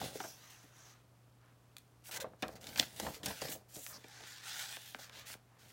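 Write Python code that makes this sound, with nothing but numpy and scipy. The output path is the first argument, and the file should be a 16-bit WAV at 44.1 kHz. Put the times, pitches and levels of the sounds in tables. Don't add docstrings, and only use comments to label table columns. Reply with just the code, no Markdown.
import sys
import numpy as np
from scipy import signal
from scipy.fft import rfft, irfft, next_fast_len
from scipy.io import wavfile
from scipy.ndimage import uniform_filter1d

SR = 44100
rng = np.random.default_rng(int(sys.argv[2]) if len(sys.argv) > 2 else 0)


def output_pcm(signal):
    pcm = np.clip(np.atleast_2d(signal).T, -1, 1) * 32767
    wavfile.write(sys.argv[1], SR, np.round(pcm).astype(np.int16))


N = 252384
TIME = np.arange(N) / SR


def undb(db):
    return np.exp(np.asarray(db) * np.log(10) / 20)


def unit(x):
    return x / np.sqrt(np.mean(x ** 2))


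def fade(elapsed, t60):
    return np.exp(-np.log(1000) * np.maximum(elapsed, 0) / t60)


def colour(x, spectrum):
    hz, db = np.transpose(spectrum)
    size = next_fast_len(len(x), True)
    f = np.maximum(np.fft.rfftfreq(size, 1 / SR), 1)
    gain = undb(np.interp(np.log(f), np.log(hz), db))
    return unit(irfft(rfft(x, size) * gain, size)[:len(x)])


def ring(x, hz, width):
    hz = min(hz, SR / 3)
    w = 2 * np.pi * hz / SR
    a = np.sin(w) * width / hz / 2
    return signal.lfilter([a, 0, -a], [1 + a, -2 * np.cos(w), 1 - a], x)


def resonate(x, peaks):
    return sum(undb(db) * ring(x, hz, width) for hz, width, db in peaks)


def soften(x, hz):
    return signal.sosfilt(signal.butter(2, min(hz, .45 * SR), fs=SR, output="sos"), x)


def disperse(x, lag_s):
    size = next_fast_len(len(x) + SR // 10, True)
    f = np.fft.rfftfreq(size, 1 / SR)
    phase = 4 * np.pi * lag_s * np.sqrt(1000 * f)
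    return irfft(rfft(x, size) * np.exp(-1j * phase), size)[:len(x)]


def walk(rate):
    hold = max(int(SR / rate), 1)
    steps = np.repeat(rng.standard_normal(N // hold + 1), hold)
    return unit(uniform_filter1d(steps, hold)[:N])


def slips(rate, scatter_db):
    out = np.zeros(N)
    hit = rng.random(N) < rate / SR
    size, scatter = rng.standard_normal((hit.sum(), 2)).T
    out[hit] = size * undb(scatter_db * np.clip(scatter, -2, 2))
    return out


def add(track, sound, s, db):
    start = int(s * SR)
    loudest = np.sqrt(uniform_filter1d(sound ** 2, SR // 100, mode="constant").max())
    track[start:start + len(sound)] += (sound * undb(db) / loudest)[:N - start]


def blow(hz, t60, tail_db, breadth, lag_s, sink, reach, give_s):
    t = TIME[:SR // 4]
    force = (t == 0) + .18 * rng.standard_normal(len(t)) * np.exp(-t / give_s)
    hit = soften(ring(force, hz, breadth * hz), reach * hz)
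    tremor = rng.standard_normal(len(t)) * fade(t, t60)
    shiver = soften(ring(tremor, sink * hz, breadth * hz), reach * sink * hz)
    return disperse(unit(hit) + undb(tail_db) * unit(shiver), lag_s)


# (start [s], time to grip [s], length [s], level [dB], swell [dB], t60 [s], hiss over level [dB])
HAND_RUBS = [(0.0, 0.0027, 0.058, -49.3, 2.5, 0.48, -1.5), (0.122, 0.033, .13, -56.3, 1.5, .52, 3),
             (0.36, .015, 0.11, -63, -3, .4, -3.5), (0.494, .008, 0.13, -63, -4, .8, -4),
             (0.704, 0.066, 0.19, -65.3, -0.5, 0.43, -5), (2.034, .018, 0.058, -58.7, 6, 0.07, 3),
             (2.11, .003, 0.066, -45.5, 2.5, 0.04, -3.5), (2.2, .002, 0.028, -49.3, -2.5, 0.05, -1.5),
             (2.386, .01, 0.15, -67.5, 8, .08, -3), (2.553, .002, 0.022, -59, -4, .1, -7),
             (2.6, .025, 0.2, -55.5, 5, .3, -1.3), (2.768, .008, 0.049, -46, -3, 0.23, -1),
             (2.87, .01, 0.079, -63, 3, .2, 1), (2.96, .002, 0.13, -52, 4, 0.33, -2),
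             (3.129, .01, 0.022, -51.5, 1.5, .17, -4), (3.231, 0.0026, 0.077, -48.5, 4.5, .2, -3),
             (3.324, .01, 0.083, -53.5, 1.5, .2, -4), (3.405, 0.0073, 0.066, -48, -2, 0.27, -2),
             (3.485, 0.013, 0.048, -50, 0, 0.14, 7.7), (3.679, .02, 0.054, -66, 5, 0.19, 3),
             (3.733, .015, 0.17, -61, 4, 0.31, 8.5), (4.985, .004, 0.06, -54.7, 2, .2, -6.5),
             (5.108, .04, .095, -54.3, -1, .24, -9), (5.25, .026, 0.086, -50.7, 1.5, 0.085, -1.3),
             (5.582, 0.011, 0.15, -64.5, 3, .2, -3)]
def friction_levels():
    rasp_power, hiss_power = np.zeros(N), np.zeros(N)
    for start, grip_s, length, db, swell_db, t60, hiss_db in HAND_RUBS:
        span = (TIME >= start) & (TIME < start + length + t60)
        t = TIME[span] - start
        attack = np.minimum(t / grip_s, 1)
        progress = np.minimum(t / length, 1)
        rub = attack * undb(db + swell_db * (progress - .5)) * fade(t - length, t60)
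        rasp_power[span] += rub ** 2
        hiss_power[span] += (rub * undb(hiss_db)) ** 2
    return np.sqrt(rasp_power), np.sqrt(hiss_power)


# (frequency [Hz], gain [dB])
RASP_SPECTRUM = [(200, -22.5), (550, -11.5), (800, -3.5), (1080, -11.5), (1550, 0.5), (2300, -2), (3200, 0),
                 (4500, -.5), (6500, -3.5), (8500, -10), (16000, -26)]
# (frequency [Hz], gain [dB])
HISS_SPECTRUM = [(3000, -27), (6000, -1.5), (8000, 0.5), (11000, -1.5), (15500, 0)]
def sliding(rasp_level, hiss_level):
    grip = undb(1.1 * walk(45) + walk(260))
    friction = colour(slips(rate=20000, scatter_db=2) * grip, RASP_SPECTRUM)
    rasp_modes = sum(.27 * walk(14) * ring(friction, hz, .23 * hz) for hz in np.geomspace(600, 12000, 11))
    rasp = unit(friction + rasp_modes)
    scrape = colour(slips(rate=14000, scatter_db=2.4) * grip, HISS_SPECTRUM)
    hiss_modes = sum(.35 * walk(14) * ring(scrape, hz, .13 * hz) for hz in np.geomspace(6000, 14000, 6))
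    hiss = unit(scrape + hiss_modes)
    return rasp * rasp_level * undb(-1) + hiss * hiss_level * undb(.2)


def crinkling(rasp_level, rate=170, floor_db=-75):
    facets_hz = np.geomspace(1800, 11000, 9)
    cracks = sum(ring(slips(rate / len(facets_hz), scatter_db=3.5), hz, .2 * hz) / np.sqrt(hz)
                 for hz in facets_hz)
    effort = np.maximum(rasp_level, undb(floor_db))
    return unit(disperse(cracks, lag_s=.0003)) * effort * undb(-13.5)


# (time of deepest bend [s], level [dB], build-up t60 [s], decay t60 [s])
SHEET_BENDS = [(0.03, -45, 0.44, 0.55), (0.22, -59, 0.46, .75), (2.25, -50.5, .42, .33),
               (2.465, -48, .12, 0.52), (2.70, -51.5, 0.65, 0.26), (2.812, -44.5, 0.26, 0.19),
               (3.066, -43, .4, .31), (3.292, -44.5, 0.36, 0.2), (3.425, -46.5, 0.066, 0.49),
               (3.53, -52, .4, 0.27), (3.765, -54.5, 0.13, 0.23), (3.965, -58, .4, 0.21),
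               (4.23, -62, .4, 0.27), (5.19, -62, 0.82, 0.43), (5.66, -68, .6, .9)]
# (frequency [Hz], gain [dB])
FLUTTER_SPECTRUM = [(30, -15), (60, -2), (100, 1), (150, 1), (250, 1), (400, -2.5), (560, -0.5), (750, -3),
                    (1100, -14.5), (2000, -25.5), (5000, -45.5)]
def flexing(rasp_level, held_db=-76, drag_db=-18.5):
    power = undb(held_db) ** 2 + (undb(drag_db) * rasp_level) ** 2
    for s, db, build_s, decay_s in SHEET_BENDS:
        span = (TIME > s - build_s) & (TIME < s + decay_s)
        t = TIME[span] - s
        power[span] += (undb(db) * fade(-t, build_s) * fade(t, decay_s)) ** 2
    flutter = disperse(slips(rate=1500, scatter_db=2.5), lag_s=.001204)
    return colour(flutter, FLUTTER_SPECTRUM) * np.sqrt(power) * undb(-1.5)


# (frequency [Hz], gain [dB])
AIR_SPECTRUM = [(25, -17.5), (55, -1), (90, -2), (170, -4), (250, -6), (500, -12), (1200, -13), (2000, -20),
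                (4000, -23.5), (8000, -26), (15500, -29.5)]
def background(air_db=-69.5, hum_hz=119.7, hum_db=-67.6):
    air = colour(rng.standard_normal(N), AIR_SPECTRUM) * undb(air_db + .5 * walk(4.7))
    hum = np.sqrt(2) * np.sin(2 * np.pi * hum_hz * TIME) * undb(hum_db + .87 * walk(3.5))
    return air + hum


# (time [s], relative level [dB], centre [Hz])
SHEET_FLAPS = [(0.014, -40.5, 660), (0.043, -46.5, 520), (0.152, -47.5, 450), (0.202, -39.5, 1000),
               (0.238, -46, 1050), (0.246, -47, 760), (0.637, -61.5, 350), (2.091, -52.5, 900),
               (2.243, -44, 900), (2.334, -56, 720), (2.425, -41, 290), (2.435, -38, 1200),
               (2.486, -49.5, 950), (2.797, -39, 380), (2.998, -41.5, 560), (3.027, -44.5, 290),
               (3.065, -39, 950), (3.085, -46, 600), (3.236, -48, 360), (3.261, -48, 600),
               (3.276, -45.5, 290), (3.304, -42.5, 560), (3.418, -40.5, 650), (3.45, -47, 600),
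               (3.489, -50, 300), (3.551, -53, 470), (3.764, -50, 320), (3.782, -56, 400),
               (3.977, -60, 250), (4.041, -55, 450), (4.205, -56, 820), (4.768, -56, 600),
               (4.952, -58, 260), (4.987, -54.5, 800)]
# (frequency [Hz], bandwidth [Hz], gain [dB])
HELD_MODES = [(258, 110, -1), (525, 80, -8), (620, 60, -10), (737, 80, -8)]
def flapping():
    direct = np.zeros(N)
    for s, db, hz in SHEET_FLAPS:
        flap = blow(hz, t60=.085, tail_db=3.5, breadth=1, lag_s=.0013, sink=.91, reach=1.82, give_s=.0017)
        add(direct, flap, s, db)
    return undb(-2.5) * (direct + resonate(direct, HELD_MODES))


# (time [s], level [dB], pitch [Hz], t60 [s])
HOLLOW_POPS = [(0.04, -46, 500, .08), (0.154, -43.5, 430, .08), (0.204, -45.5, 420, .08),
               (0.248, -50, 630, .08), (2.218, -49, 520, .14), (2.244, -41.5, 560, .06),
               (2.266, -52, 520, .14), (2.428, -42, 730, .06), (3.05, -45, 530, .08),
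               (3.075, -47, 610, .07), (3.168, -55, 450, .08), (3.451, -50, 530, .06)]
def popping(width_hz=150, sag=.08):
    out, t = np.zeros(N), TIME[:SR // 4]
    for s, db, hz, t60 in HOLLOW_POPS:
        pitch = hz * (1 - sag * (1 - fade(t, t60)) + sag / 2)
        attack = 1 - np.exp(-t / .001)
        note = np.sin(2 * np.pi * np.cumsum(pitch) / SR) * fade(t, t60 / 2) * attack
        flutter = ring(rng.standard_normal(len(t)) * fade(t, t60), hz, width_hz)
        add(out, unit(note) + undb(-3) * unit(ring(flutter, hz, 2 * width_hz)), s, db)
    return out


# (start [s], end [s], level [dB], centre [Hz], bandwidth [Hz])
PATCH_STROKES = [(0.13, 0.385, -55.5, 5750, 1250), (0.26, 0.76, -67, 1200, 1400),
                 (0.27, 0.72, -66.8, 6050, 1000), (0.66, 1.05, -66.5, 1100, 1400),
                 (0.70, 0.968, -65.5, 6160, 1200), (1.382, 1.558, -72, 1200, 1200),
                 (2.098, 2.256, -54.5, 650, 500), (3.872, 4.003, -60, 1200, 1200),
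                 (3.923, 3.983, -52, 5200, 1400), (4.047, 4.3, -67, 810, 300), (3.99, 4.5, -63, 1700, 550),
                 (4.09, 4.3, -64, 5800, 2000), (4.25, 4.37, -62, 6900, 1600), (4.43, 4.53, -59, 8600, 2500),
                 (4.71, 4.78, -58, 8800, 2500), (4.92, 5.42, -63.5, 1300, 1300),
                 (4.697, 4.97, -60.5, 3160, 1200), (5.426, 5.725, -73, 1100, 1400)]
def strokes():
    out = np.zeros(N)
    for start, end, db, hz, width in PATCH_STROKES:
        arch = np.sin(np.pi * np.clip((TIME - start) / (end - start), 0, 1))
        patch = ring(slips(rate=9000, scatter_db=2), hz, width)
        out += undb(db) * arch * unit(ring(patch, hz, 2 * width))
    return out


# (time [s], relative level [dB], centre [Hz])
CREASE_CRACKS = [(0.202, -50.5, 3500), (2.112, -51, 3100), (2.201, -49, 3500), (2.4235, -42.5, 3400),
                 (2.429, -38.5, 1640), (2.612, -59, 5700), (2.642, -54, 3400), (2.669, -47, 3750),
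                 (2.69, -51, 4050), (2.759, -42, 2400), (2.775, -40, 4300), (2.781, -44, 1600),
                 (2.808, -43, 3500), (2.827, -41, 2050), (2.962, -56, 7000), (2.998, -46, 1700),
                 (2.999, -42, 6400), (3.067, -44.5, 1750), (3.144, -51, 4500), (3.232, -48, 3200),
                 (3.259, -37.5, 6000), (3.262, -41, 3000), (3.283, -45, 5500), (3.308, -48, 2000),
                 (3.417, -41.5, 4500), (3.419, -45, 1700), (3.484, -46, 3800), (3.521, -48, 3000),
                 (3.756, -53, 4500), (3.764, -51, 7000), (4.042, -56, 2300)]
def crackling(facet_db=1.5):
    out = np.zeros(N)
    for s, db, hz in CREASE_CRACKS:
        crack = blow(hz, t60=.045, tail_db=3, breadth=1.6, lag_s=.0005, sink=.81, reach=2.77, give_s=.0036)
        add(out, crack + undb(facet_db) * ring(crack, hz, .12 * hz), s, db)
    return undb(-1) * out


# (time [s], level [dB], bright crack over ring [dB])
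EDGE_FLICKS = [(1.7672, -51.5, -3), (1.783, -56.5, 7), (2.4235, -49, 0), (2.482, -53, 3), (2.999, -47, 9),
               (3.2595, -41, 8), (4.084, -60.5, 4), (5.096, -67, 3), (5.196, -61, 8), (5.34, -55, 5)]
# (frequency [Hz], bandwidth [Hz], gain [dB])
FLICK_MODES = [(1500, 400, -6), (2450, 200, 0), (3500, 400, 2), (4300, 400, -2)]
def ticks(give_s=.001, shiver_t60=.2, shiver_db=-12):
    out, t = np.zeros(N), TIME[:SR // 4]
    impulse = unit(1. * (t == 0))
    for s, db, bright_db in EDGE_FLICKS:
        crack = unit(rng.standard_normal(len(t)) * np.exp(-t / give_s))
        shiver = undb(shiver_db) * unit(rng.standard_normal(len(t)) * fade(t, shiver_t60))
        edge = unit(resonate(impulse + shiver, FLICK_MODES))
        bright = unit(ring(crack + shiver, hz=9000, width=20000))
        add(out, edge + undb(bright_db) * bright, s, db)
    return out


# (time [s], level [dB], rise constant [s], fall constant [s])
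FOLD_SNAP = (2.7978, -24.0, .0027, .0012)
# (frequency [Hz], bandwidth [Hz], gain [dB])
SNAP_PEAKS = [(2000, 160, 0), (3380, 360, 8.5), (3970, 240, 3.5), (4520, 340, 0.5), (5680, 280, 1),
              (6210, 310, 1.5), (7700, 400, -9)]
def snap(lead_s=.01):
    s, db, rise_s, fall_s = FOLD_SNAP
    lead = round(lead_s * SR)
    t = TIME[:6 * lead] - TIME[lead]
    avalanche = rng.choice([-1., 1.], len(t)) * np.exp(np.minimum(t / rise_s, -t / fall_s))
    crack = unit(1. * (t == 0)) + undb(-6) * unit(avalanche)
    ringing = unit(soften(resonate(crack, SNAP_PEAKS), 8000))
    rustle = unit(soften(ring(avalanche, hz=4400, width=3500), 9000))
    fizz = unit(rustle + undb(-12) * unit(ring(avalanche, hz=14000, width=5000)))
    out = np.zeros(N)
    add(out, disperse(ringing + undb(-3.5) * fizz, lag_s=.0004), s - lead_s, db)
    return out


# (time [s], level [dB], centre [Hz])
PAPER_TAPS = [(3.8635, -47.5, 3600), (4.236, -55.5, 2000), (4.767, -48, 2400), (4.9453, -43.3, 1350),
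              (5.095, -55.5, 2200), (5.195, -60, 3000), (5.299, -55, 1000), (5.339, -56, 1300),
              (5.349, -55.5, 350)]
def tapping():
    out = np.zeros(N)
    for s, db, hz in PAPER_TAPS:
        tap = blow(hz, t60=.035, tail_db=-14, breadth=2.3, lag_s=.003, sink=.61, reach=1.75, give_s=.0002)
        add(out, tap, s, db)
    return out


# (time [s], relative level [dB], hiss over scrape [dB])
POCKET_PUSH = [(4.0, -67, -7), (4.164, -58.5, -13), (4.288, -54.3, -7), (4.418, -55.5, -11),
               (4.475, -46.8, -8), (4.54, -47.3, -7), (4.6, -43.3, -4), (4.68, -48.5, -7.5),
               (4.745, -48.3, -4), (4.795, -61, -1), (4.904, -58, 1), (4.95, -61, -1)]
# (frequency [Hz], gain [dB])
SCRAPE_SPECTRUM = [(200, -16), (600, -11), (1200, -7), (2400, -1), (4500, 0), (6500, -2), (8500, -8),
                   (16000, -24)]
# (frequency [Hz], bandwidth [Hz], gain [dB])
HOLLOW_MODES = [(820, 130, 2), (1480, 220, 2.5), (1760, 200, 0), (3500, 500, -5)]
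def pocket(fade_t60=.3, snag_db=-10, shift_db=1.7, shift_rate=18):
    times, levels, hiss_levels = np.transpose(POCKET_PUSH)
    outside_s = np.maximum(times[0] - TIME, TIME - times[-1])
    push = undb(np.interp(TIME, times, levels)) * fade(outside_s, fade_t60)
    grip = undb(.5 * walk(45) + 1.2 * walk(260))
    friction = colour(slips(rate=14000, scatter_db=2) * grip, SCRAPE_SPECTRUM)
    snags = colour(disperse(slips(rate=520, scatter_db=1.5), lag_s=.0006), SCRAPE_SPECTRUM)
    scrape = friction + undb(snag_db) * snags
    hollow = unit(scrape + resonate(scrape, HOLLOW_MODES))
    hiss = colour(slips(rate=9000, scatter_db=2.2) * grip, HISS_SPECTRUM)
    rub = hollow + undb(np.interp(TIME, times, hiss_levels)) * hiss
    shift = sum((undb(shift_db * walk(shift_rate)) - 1) * ring(rub, hz, .15 * hz)
                for hz in np.geomspace(1200, 14000, 14))
    return push * (rub + shift) * undb(-.2)


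def table_and_room(x, bounce_s=.0017, bounce=.23, room_t60=.23, room_db=-20):
    lag = bounce_s * undb(2.5 * walk(3))
    near = x + bounce * np.interp(TIME - lag, TIME, x)
    t = TIME[:SR // 2]
    tail = ring(rng.standard_normal(len(t)), hz=500, width=2200) * fade(t, room_t60) * (t > .005)
    return near + undb(room_db) * signal.fftconvolve(near, tail / np.linalg.norm(tail))[:N]


def scene():
    rasp, hiss = friction_levels()
    taps = tapping()
    rubbing = sliding(rasp, hiss) + pocket() + strokes() + crinkling(rasp)
    bending = flexing(rasp) + flapping() + popping() + crackling() + snap()
    return (table_and_room(rubbing + bending + taps + ticks()) + background())[None]


def record(dry, bass_hz=45, top_hz=15900):
    thin = signal.sosfilt(signal.butter(2, bass_hz, "high", fs=SR, output="sos"), dry)
    return signal.sosfilt(signal.ellip(10, .1, 80, top_hz, fs=SR, output="sos"), thin)


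dry = scene()
out = record(dry)
output_pcm(out)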